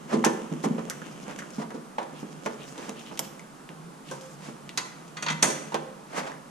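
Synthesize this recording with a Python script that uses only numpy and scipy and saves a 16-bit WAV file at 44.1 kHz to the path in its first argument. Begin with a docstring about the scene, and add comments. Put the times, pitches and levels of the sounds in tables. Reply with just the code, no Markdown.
"""Hollow thumps and creaks come first: gloved hands seat a plastic headlight housing under a car's bonnet.
Screws tick in their holes as they are started, a clip snaps home, and later a loose metal part
rattles and clanks. Each blow rings a few clear modes over a dense, fast-dying wash.
Gloves and sliding plastic add gritty friction, the engine bay and walls ring on after each blow,
and steady workshop air with a low, wandering drone lies under it all."""
import sys
import numpy as np
from scipy import signal
from scipy.fft import rfft, irfft
from scipy.io import wavfile

SR = 44100
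rng = np.random.default_rng(int(sys.argv[2]) if len(sys.argv) > 2 else 0)


def transcribe(signal):
    """Save signal, clipped to [-1, 1], as a 16-bit WAV file at the path in sys.argv[1]."""
    frames = np.atleast_2d(signal).T
    limited = np.clip(frames, -1, 1)
    pcm = np.round(limited * 32767).astype(np.int16)
    wavfile.write(sys.argv[1], SR, pcm)


N = 286650
HZ = np.fft.rfftfreq(4096, 1 / SR)  # frequency grid of the EQ curves


def amp(db):
    return 10 ** (np.asarray(db) / 20)


def unit_rms(x):
    return x / np.sqrt(np.mean(x ** 2) + 1e-20)


def curve(points, hz=HZ):
    """Joins (frequency, value) points on a log-frequency axis."""
    f, value = np.transpose(points)
    return np.interp(np.log(hz + 1), np.log(f + 1), value)


def band(hz, octaves, order):
    """Band-pass EQ curve in dB, 3 dB down at `octaves` either side of hz."""
    return -10 * np.log10(1 + (np.log2((HZ + 1) / hz) / octaves) ** order)


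def eq(x, db):
    """Minimum-phase EQ with gains db on the HZ grid: nothing rings ahead of an attack."""
    log_gain = np.log(amp(np.maximum(db, db.max() - 80)))
    mirrored = np.concatenate([log_gain, log_gain[-2:0:-1]])
    response = np.exp(signal.hilbert(mirrored).conj())
    taps = irfft(response[:len(HZ)])
    return signal.fftconvolve(x, taps[None], axes=1)[:, :x.shape[1]]


def add(mix, time, sound):
    part = mix[:, round(time * SR):][:, :sound.shape[1]]
    part += sound[:, :part.shape[1]]


def wash(t60s, size):
    """Countless modes blurred into noise, each band dying at its own speed; rows are mid and side."""
    hz, t, spectrum = signal.stft(rng.choice([-1., 1.], (2, size)), SR, nperseg=128)
    t60 = curve(t60s, hz)[:, None]
    spectrum = spectrum * amp(-60 * t / t60) * np.sqrt(np.log(1e6) / (t60 * SR))
    return signal.istft(spectrum, nperseg=128)[1][:, :size]


def ringing(modes, size, scatter_db):
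    """The clear modes of a body; each point of contact weights them differently."""
    hz, db, t60 = np.transpose(modes)[:, :, None]
    t = np.arange(size) / SR
    resonance = amp(db + scatter_db * rng.standard_normal(hz.shape))
    weight = resonance * np.log(1e6) / (t60 * SR)
    return (weight * amp(-60 * t / t60) * np.sin(2 * np.pi * hz * t)).sum(0)


def friction(grain_db, per_s):
    """A fine hiss of tiny slips with some larger catches among them."""
    caught = rng.random(N) < per_s / SR
    catches = caught * amp(grain_db * np.minimum(rng.exponential(1, N), 3.5))
    return unit_rms(rng.standard_normal((2, N)) + rng.choice([-1, 1], (2, N)) * unit_rms(catches))


def add_stroke(mix, grit, peak_s, half_s, db, tone_db):
    """One rubbing stroke: filtered grit swells and fades in a bell curve."""
    t = np.arange(N) / SR - peak_s
    near = abs(t) < 3 * half_s
    swell = np.exp(-(t[near] / half_s) ** 2)
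    mix[:, near] += amp(db) * unit_rms(eq(grit[:, near], tone_db)) * swell


def wall_flex(hz, t):
    """A struck plastic wall swings a few times and stops: a dead thud that peaks after one cycle."""
    cycles = hz * t
    return 2 * hz / SR * cycles * np.exp(-cycles) * np.sin(2 * np.pi * cycles)


# blows on the housing: (time [s], hard knock [dB], thump of the push [dB], contact [s], wall pitch [Hz])
KNOCKS = [(0.125, 14, 27.5, 0.0059, 227), (0.134, 11.5, 26.5, 0.01, 300), (0.178, -2, 21.5, 0.0052, 230),
          (0.2413, 19, -22, 0.0008, 1340), (0.248, 13.5, 12, 0.0048, 1030), (0.2636, 19, 21, 0.00052, 381),
          (.425, -29.5, 16, 0.0078, 230), (0.516, -5, 22.5, 0.0016, 186), (0.639, 14, 18.5, 0.0016, 460),
          (0.657, 5, 25, 0.0024, 237), (0.704, -15.5, 27, 0.0018, 222), (0.782, 7.5, 3, 0.00044, 460),
          (0.884, -6, 6, 0.001, 216), (1.583, 0, 18.5, 0.00084, 262), (1.597, 0.5, 9.5, 0.0014, 304),
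          (1.614, 7.5, -6, 0.0047, 900), (1.7055, 0.5, 0, 0.00083, 260), (1.739, 2.5, 19.5, 0.013, 380),
          (1.9833, 14, 6.5, 0.00029, 937), (2.016, 2, -3, 0.001, 900), (2.13, -12, 8.5, 0.00032, 285),
          (2.2288, -4.5, 12, 0.00027, 290), (2.46, 11.5, 13, 0.0018, 670), (2.78, -0.5, 6, 0.0019, 465),
          (2.883, 3.5, 13.5, 0.0061, 430), (3.113, 1.5, -1.5, 0.00083, 310), (3.191, 4.5, 4.5, 0.005, 525),
          (3.697, -10, 2.5, 0.002, 178), (4.111, 6, 2.5, 0.0079, 490), (4.481, -4, 11, 0.0036, 273),
          (5.302, -26, 12.5, 0.0027, 253), (5.327, -45, 15.5, 0.0027, 180), (5.472, -13, 15.5, 0.0031, 510),
          (5.721, 7, -11, 0.003, 980), (5.7433, 15, 12, 0.0019, 492), (6.265, 9.5, -6, 0.0058, 540)]
# clear modes of the housing: (frequency [Hz], resonance [dB], t60 [s])
HOUSING_MODES = [(170, -10, .2), (225, -5, .2), (244, -7, .18), (338, -4.5, .2), (387, -9, .12),
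                 (443, -3.5, .17), (521, -9, .15), (667, -8, .12), (830, -13, .1), (893, -10, .15),
                 (955, -8, .15), (1071, -8, .12), (1200, -8, .12), (1448, -7, .12), (1780, -6, .15)]
# decay of its crowded modes: (frequency [Hz], t60 [s])
HOUSING_T60 = [(200, 0.13), (800, 0.12), (2500, 0.13), (8000, 0.089)]
# tone of a hard contact: (frequency [Hz], gain [dB])
KNOCK_EQ = [(230, 1), (500, -1), (1000, -1), (2000, -16), (4300, -24), (7000, -27), (10000, -35),
            (14000, -57)]
def housing_knocks():
    """The housing slips into place in short judders, each of which rings the hollow plastic."""
    out = np.zeros((2, N))
    t = np.arange(16384) / SR
    thump_hz, knock_hz = 202, 844  # the push rules below the first, the contact above the second
    for time, knock_db, thump_db, contact_s, wall_hz in KNOCKS:
        body = eq(wash(HOUSING_T60, t.size), curve([(150, -4), (450, 3.5), (800, 3.5)]))
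        body[0] += amp(13.5) * ringing(HOUSING_MODES, t.size, scatter_db=1.5)
        body *= 1 - np.exp(-t / contact_s)  # a long contact softens the attack
        # only a brief contact has a thud and a sharp front
        body[0] += amp(10) * np.exp(-contact_s / .0026) * wall_flex(wall_hz, t)
        body[0, 0] += .6 * np.exp(-contact_s / .006)
        # longer, softer knocks get more treble to stay bright
        brightness_db = 5.5 * np.log2(contact_s / .003) * curve([(2500, .076), (7000, .75)])
        blow_db = curve([(thump_hz, thump_db), (knock_hz, knock_db)]) + curve(KNOCK_EQ) + brightness_db
        add(out, time, eq(body, blow_db + curve([(150, -5), (230, 0)])))
    return out


# hits that ring the lens: (time [s], level [dB])
LENS_HITS = [(4.113, 24), (5.744, 27)]
# modes of the lens: (frequency [Hz], resonance [dB], t60 [s])
LENS_MODES = [(390, -7, .17), (522, 0, .27), (600, -10, .15), (802, -11, .15), (950, -11, .14),
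              (1025, -11, .14), (1550, -9, .12)]
def lens_rings():
    """The hollow lens rings as the glove peels off it, and again when the housing is bumped."""
    out = np.zeros((2, N))
    for time, db in LENS_HITS:
        ring = ringing(LENS_MODES, size=22050, scatter_db=.5)
        add(out, time, amp(db) * np.array([ring, .3 * ring]))
    return out


# screws ticking in their holes or against each other:
# (time [s], steel head [dB], plastic seat [dB], seat pitch [Hz], seat half width [octaves], rattle [dB])
TICKS = [(0.2408, -22, 13.5, 1580, 0.32, -0.5), (0.2473, 7, 10, 1610, 0.38, 0),
         (0.2505, 8.5, 1, 1700, .31, -2.5), (0.8991, 1.5, -2.5, 7250, 0.57, -6),
         (0.904, -30, 2, 1500, 0.35, 4), (1.017, -42.5, 2, 1450, 0.19, 0.5),
         (1.389, -11.5, 0.5, 1470, 0.47, 1.5), (1.422, -33, 3, 1410, 0.26, -2.5),
         (1.505, -15.5, -17, 1500, 0.28, -4), (1.7054, -20, 1.5, 1500, 0.32, -3.5),
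         (1.985, -19, -6.5, 3500, 0.17, 1.5), (2.03, -20, -13, 2820, .4, -3),
         (2.4611, -7, 5.5, 2010, 0.3, -3), (2.609, -29, -12, 3080, 0.32, -7),
         (2.6323, -19, -15, 3120, .3, -4), (2.779, -17, -13, 3200, .4, 0),
         (2.8942, -2.5, -4.5, 2760, 0.35, -11.5), (2.994, -19, -14, 3180, 0.23, -1),
         (3.0628, -23, -23, 3200, .3, -3), (3.175, -11, -6.5, 3000, 0.66, -4),
         (3.395, -16, -1.5, 2150, 0.14, -7), (3.6909, -32, -4, 2250, 0.44, -10),
         (4.113, -6.5, -12, 3200, 0.37, -5), (4.1225, -16, -20, 3200, .4, -13),
         (4.211, -16.5, -18, 4900, 0.18, -0.5), (4.6928, -16, -0.5, 2630, 0.54, -8.5),
         (4.7748, 0, 6.5, 4370, 0.2, 2.5), (5.080, -20, -21, 3030, 0.28, -3),
         (5.328, -10, -16, 2515, .31, -6), (5.744, -3.5, 4, 2700, 0.56, -4), (6.319, -19, 6, 1760, .14, -9)]
# decay of the rattle: (frequency [Hz], t60 [s])
SCREW_T60 = [(1500, 0.13), (3000, 0.1), (10000, 0.063)]
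# thin ring of a screw: (frequency [Hz], resonance [dB], t60 [s])
SCREW_MODES = [(5900, 1, .18), (6050, 1, .26), (6280, 4, .32)]
# tone of the steel head: (frequency [Hz], gain [dB])
HEAD_EQ = [(1000, -14), (3000, -2), (4500, -8), (6300, 2.5), (9000, -8), (12000, -13.5), (14000, -36)]
def screw_ticks():
    """A hard click and a tiny rattle: the steel head sounds high, its plastic seat answers in one band."""
    out = np.zeros((2, N))
    for time, head_db, seat_db, seat_hz, seat_octaves, rattle_db in TICKS:
        click = amp(rattle_db) * wash(SCREW_T60, size=12288)
        click[0] += amp(-1.5) * ringing(SCREW_MODES, size=12288, scatter_db=1.5)
        click[0, 0] += .65  # sharp front
        head = amp(head_db + curve(HEAD_EQ))
        seat = amp(seat_db + band(seat_hz, seat_octaves, order=4))
        add(out, time, eq(click, 20 * np.log10(np.hypot(head, seat))))
    return out


# the loose metal part rattles, strikes and settles:
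# (time [s], level [dB], bass [dB], treble [dB], low ring [dB], high ring [dB], reverb send [dB])
CLANKS = [(4.775, 11, -6, -1, 7, 2, -0.5), (5.169, 1, -5, -10, 14.5, 15, -1),
          (5.2244, 4.5, -2, 0.5, 15.5, 14, -2), (5.2636, 9.5, -5, -15, 12, 6, -4),
          (5.284, 12.5, -16, -15, 10.5, 5, -3.5), (5.3008, 11.5, -5.5, -8, 8, 8, -3),
          (5.320, 3, -12, -10, 0, -2, -1), (5.424, 6, -1.5, 8, 5, 8, 2), (5.426, 19.5, 1.5, 8, 5, 9, 0.5),
          (5.478, -2, 9, 1, 7, 10, 1), (5.501, 2.5, 4, 3, 5, 11.5, 2)]
# clear modes of the part: (frequency [Hz], resonance [dB], t60 [s])
METAL_MODES = [(942, -2, .14), (1020, -1, .2), (1233, -3, .1), (1450, 0, .22), (1534, -1, .16),
               (1863, -3, .12), (2025, 2, .24), (2460, 1, .22), (2649, -4, .1), (2794, -2, .1),
               (3284, 0, .15), (3642, 0, .15), (4081, -2, .1), (4425, -3, .06), (4492, -1, .08),
               (4680, -3, .1), (5650, -4, .06), (5850, -6, .06), (5950, -7, .09), (6502, -2, .16),
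               (6560, -1, .12), (6604, 2, .26), (6700, -5, .12), (7494, -6, .09), (8400, 0, .08),
               (9030, -1, .09), (10080, -5, .07), (10750, -3, .08), (13150, 1, .1)]
# decay of its crash: (frequency [Hz], t60 [s])
METAL_T60 = [(500, 0.21), (2000, 0.1), (6000, 0.057), (12000, 0.11)]
# tone of a clank: (frequency [Hz], gain [dB])
CLANK_EQ = [(150, -1), (600, -1), (1000, 0), (2000, -2), (3000, -7), (4500, -8.5), (5200, -12.5),
            (5800, -4.5), (6600, -5), (9000, -14.5), (11000, -20), (14000, -38)]
def metal_clanks():
    """Metal on metal: a dense crash with clinking modes. Returns the sound and its reverb send."""
    out, send = np.zeros((2, 2, N))
    t = np.arange(16384) / SR
    for time, db, bass_db, treble_db, low_ring_db, high_ring_db, send_db in CLANKS:
        crash = wash(METAL_T60, t.size)
        ring = ringing(METAL_MODES, t.size, scatter_db=1.5)
        crash[:1] += eq(ring[None], curve([(4700, low_ring_db), (5800, high_ring_db)]))
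        crash *= 1 - np.exp(-t / .00069)  # fast attack
        crash[0, 0] += amp(-14.5)  # the bite of first contact
        hardness_db = curve([(600, bass_db), (1000, 0), (4000, 0), (9000, treble_db)])
        clank = amp(db) * eq(crash, curve(CLANK_EQ) + hardness_db)
        add(out, time, clank)
        add(send, time, amp(send_db) * clank)
    return out, send


CLIP_EQ = [(300, -5), (700, 6), (1650, -10), (2400, -.5), (3100, -4), (4200, -13.5), (5500, 2), (6300, -1),
           (7500, -2), (8800, -10), (11000, -4), (13600, -6.5), (15000, -25)]
# decay of its crack: (frequency [Hz], t60 [s])
CLIP_T60 = [(700, 0.061), (2500, 0.012), (12000, 0.048)]
def clip_snap(time):
    """A plastic clip snaps home: one bright crack that dies almost at once."""
    out = np.zeros((2, N))
    crack = amp(1.5) * wash(CLIP_T60, size=8192)
    crack[0, 0] += 1  # sharp front
    add(out, time, amp(3.5) * eq(crack, curve(CLIP_EQ)))
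    return out


# parts and gloves sliding: (peak time [s], half length [s], level [dB], treble [dB])
SLIDES = [(0.128, 0.033, -33.5, -7), (0.648, 0.015, -39, 20), (1.305, 0.033, -38, -7),
          (1.601, 0.02, -49.5, 10), (2.832, 0.076, -43, 1), (3.251, 0.018, -45.5, 11),
          (4.125, 0.045, -51.5, 19), (4.23, 0.081, -54.5, 11), (4.463, 0.053, -45.5, 5.5),
          (6.17, 0.059, -38.5, -5), (6.184, 0.02, -30.5, 0.5), (6.26, 0.085, -39, -9)]
# tone of a slide: (frequency [Hz], gain [dB])
SLIDE_EQ = [(150, -3), (400, -2), (900, -2.5), (2000, -7), (4000, -16.5), (6500, -15.5), (10000, -24.5),
            (14000, -38)]
def plastic_slides():
    """Short gritty slides of plastic on plastic."""
    out = np.zeros((2, N))
    grit = friction(grain_db=2.5, per_s=2500)
    for peak_s, half_s, db, treble_db in SLIDES:
        tone_db = curve(SLIDE_EQ) + curve([(1000, 0), (6000, treble_db)])
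        add_stroke(out, grit, peak_s, half_s, db, tone_db)
    return out


# a screw is twirled in the fingers: (start [s], end [s])
TWIRLS = [(1.05, 1.6), (2.151, 3.1)]
def fingertip_slips(per_s=7.9, db=-55, spread_db=4, half_s=.021, hz=5800):
    """Cues for light slips of the fingertips, uneven in timing and level."""
    times = np.concatenate([np.arange(start, end, 1 / per_s) for start, end in TWIRLS])
    chance = rng.random((len(times), 2))
    return [(time + late / per_s, half_s, db + spread_db * (2 * firm - 1), hz)
            for time, (late, firm) in zip(times, chance)]


# spans of light rustle, from gloves at work and the hissy tail after the big clank:
# (start [s], end [s], level [dB])
RUSTLES = [(0, 1.58, -41), (2.1, 3.4, -46), (4.05, 5.5, -51.5), (5.45, 5.75, -43), (6.1, 7.6, -59)]
# tone of the rustle: (frequency [Hz], gain [dB])
RUSTLE_EQ = [(200, 23), (1200, 3), (2200, 0.5), (3100, 1.5), (4300, -14), (6500, -2.5), (10000, -15),
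             (14000, -27)]
# a screw is twisted or rolled: (peak time [s], level [dB], band centre [Hz])
TWISTS = [(1.06, -52.5, 2900), (2.178, -51.5, 2870), (2.624, -48.5, 2880), (2.72, -54, 6950),
          (2.991, -49.5, 2950), (3.084, -49, 3100), (4.09, -51.5, 3100), (4.25, -58, 6700),
          (4.325, -56.5, 7000)]
def rustle_and_twists(idle_db=-89, fade_s=.24, twist_half_s=.032):
    """A light rustle, with a scratchy swell wherever a rubber glove catches and slips on a screw head."""
    t = np.arange(N) / SR
    rustle = unit_rms(eq(friction(grain_db=5, per_s=260), curve(RUSTLE_EQ)))
    level = sum(amp(db) * np.clip(np.minimum(t - start, end - t) / fade_s + .5, 0, 1)
                for start, end, db in RUSTLES)
    out = (amp(idle_db) + level) * rustle
    grit = friction(grain_db=4.5, per_s=700)
    scratch_db = curve([(500, -19), (1500, 6), (8000, -2.5), (14000, -7)])
    twists = [(peak_s, twist_half_s, db, hz) for peak_s, db, hz in TWISTS]
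    for peak_s, half_s, db, hz in twists + fingertip_slips():
        add_stroke(out, grit, peak_s, half_s, db, band(hz, octaves=.24, order=2) + scratch_db)
    return out


# reverb time of the surroundings: (frequency [Hz], t60 [s])
REVERB_T60 = [(150, 0.47), (500, 0.72), (1500, 0.71), (4000, 0.6), (7000, 0.51), (13000, 0.48)]
def reverb(send):
    """The engine bay answers after a short gap; the walls around add a later swell."""
    t = np.arange(40960) / SR
    onset = np.clip((t - .006) / .0049, 0, 1)
    swell = .85 + .11 * np.exp(-((t - .085) / .0095) ** 2) + .049 * np.clip(t / .21, 0, 1)
    tone_db = curve([(200, -1.5), (350, -1), (500, 1), (780, -3), (1200, -3), (2000, -4),
                     (6000, -5.5), (12000, -5)])
    tail = eq(wash(REVERB_T60, t.size) * onset * swell, tone_db)
    return signal.fftconvolve(send[:1], tail, axes=1)[:, :N]


# tone of the workshop air: (frequency [Hz], gain [dB])
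AIR_EQ = [(20, 7.5), (110, 3.5), (165, 1), (260, -3), (500, -11.5), (1200, -9.5), (2000, -21),
          (4000, -27.5), (7000, -27), (10000, -28.5), (14000, -42)]
# path that the drone wanders around: (time [s], pitch [Hz], level [dB])
DRONE = [(0, 151.8, -54), (3.599, 153.1, -67), (3.74, 151.8, -50), (3.86, 169.5, -39.5), (3.97, 159.9, -58),
         (4.2, 146, -41.5), (4.7, 146, -47.5), (4.9, 151.3, -60), (5.2, 151.9, -50), (5.32, 162.8, -39),
         (5.6, 152, -47.5), (6.5, 148, -70)]
def workshop():
    """Dull, steady room tone and a low drone that wavers in level and pitch."""
    t = np.arange(N) / SR
    air = amp(-42.5) * unit_rms(eq(rng.standard_normal((2, N)), curve(AIR_EQ)))
    knots = np.linspace(0, t[-1], 120)
    waver_db = 2.5 * unit_rms(np.interp(t, knots, rng.standard_normal(knots.size)))
    drift_hz = 5 * unit_rms(np.interp(t, knots, rng.standard_normal(knots.size)))
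    times, hz, db = np.transpose(DRONE)
    level = amp(np.interp(t, times, db) + waver_db)
    pitch_hz = np.interp(t, times, hz) + drift_hz
    air[0] += level * np.sin(2 * np.pi * np.cumsum(pitch_hz) / SR)
    return air


# stereo width: (frequency [Hz], side gain [dB])
WIDTH = [(150, -10.5), (350, -9), (560, -4), (1000, -5.5), (2500, -5), (6000, -2), (9000, -3.5),
         (13000, -3)]
# stereo balance: (frequency [Hz], left minus right [dB])
BALANCE = [(150, -1), (330, -2), (550, -5.5), (800, -4.5), (1200, -1), (2500, 1), (5000, -2), (8000, -0.5)]
# phase between the channels: (frequency [Hz], left lead [rad])
PHASE_LEAD = [(150, 0.63), (420, -1.2), (650, 1.86), (1300, 1.64), (3000, 0.56), (6000, 0.27),
              (12000, 1.47)]
def stereo(mid_side):
    """Mid and side become left and right: two microphone ports that differ in level and phase."""
    hz = np.fft.rfftfreq(N, 1 / SR)
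    mid, side = rfft(mid_side)
    side *= amp(curve(WIDTH, hz))
    port = amp(curve(BALANCE, hz) / 2) * np.exp(.5j * curve(PHASE_LEAD, hz))
    return irfft(np.array([(mid + side) * port, (mid - side) / port]), N)


def scene():
    """The close sounds, each with its own reverb send, over the workshop bed."""
    plastic = housing_knocks() + lens_rings()
    screws = screw_ticks()
    rubs = plastic_slides() + rustle_and_twists()
    clip = clip_snap(time=3.1925)
    metal, metal_send = metal_clanks()
    send = amp(-2.5) * plastic + amp(-4.5) * screws + metal_send + amp(-8) * rubs + amp(-5.5) * clip
    return stereo(plastic + screws + metal + rubs + clip + reverb(send) + workshop())


# low cut against wind: (frequency [Hz], gain [dB])
WIND_FILTER = [(20, -27), (100, -29), (118, -25), (145, -1), (170, -1)]
def record(dry):
    """A steep wind filter under the bass, then a high cut at 15.2 kHz."""
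    trimmed = eq(dry, curve(WIND_FILTER))
    high_cut = signal.firwin(255, 15200, window=("kaiser", 9), fs=SR)
    return signal.oaconvolve(trimmed, high_cut[None], "same")


dry = scene()
out = record(dry)
transcribe(out)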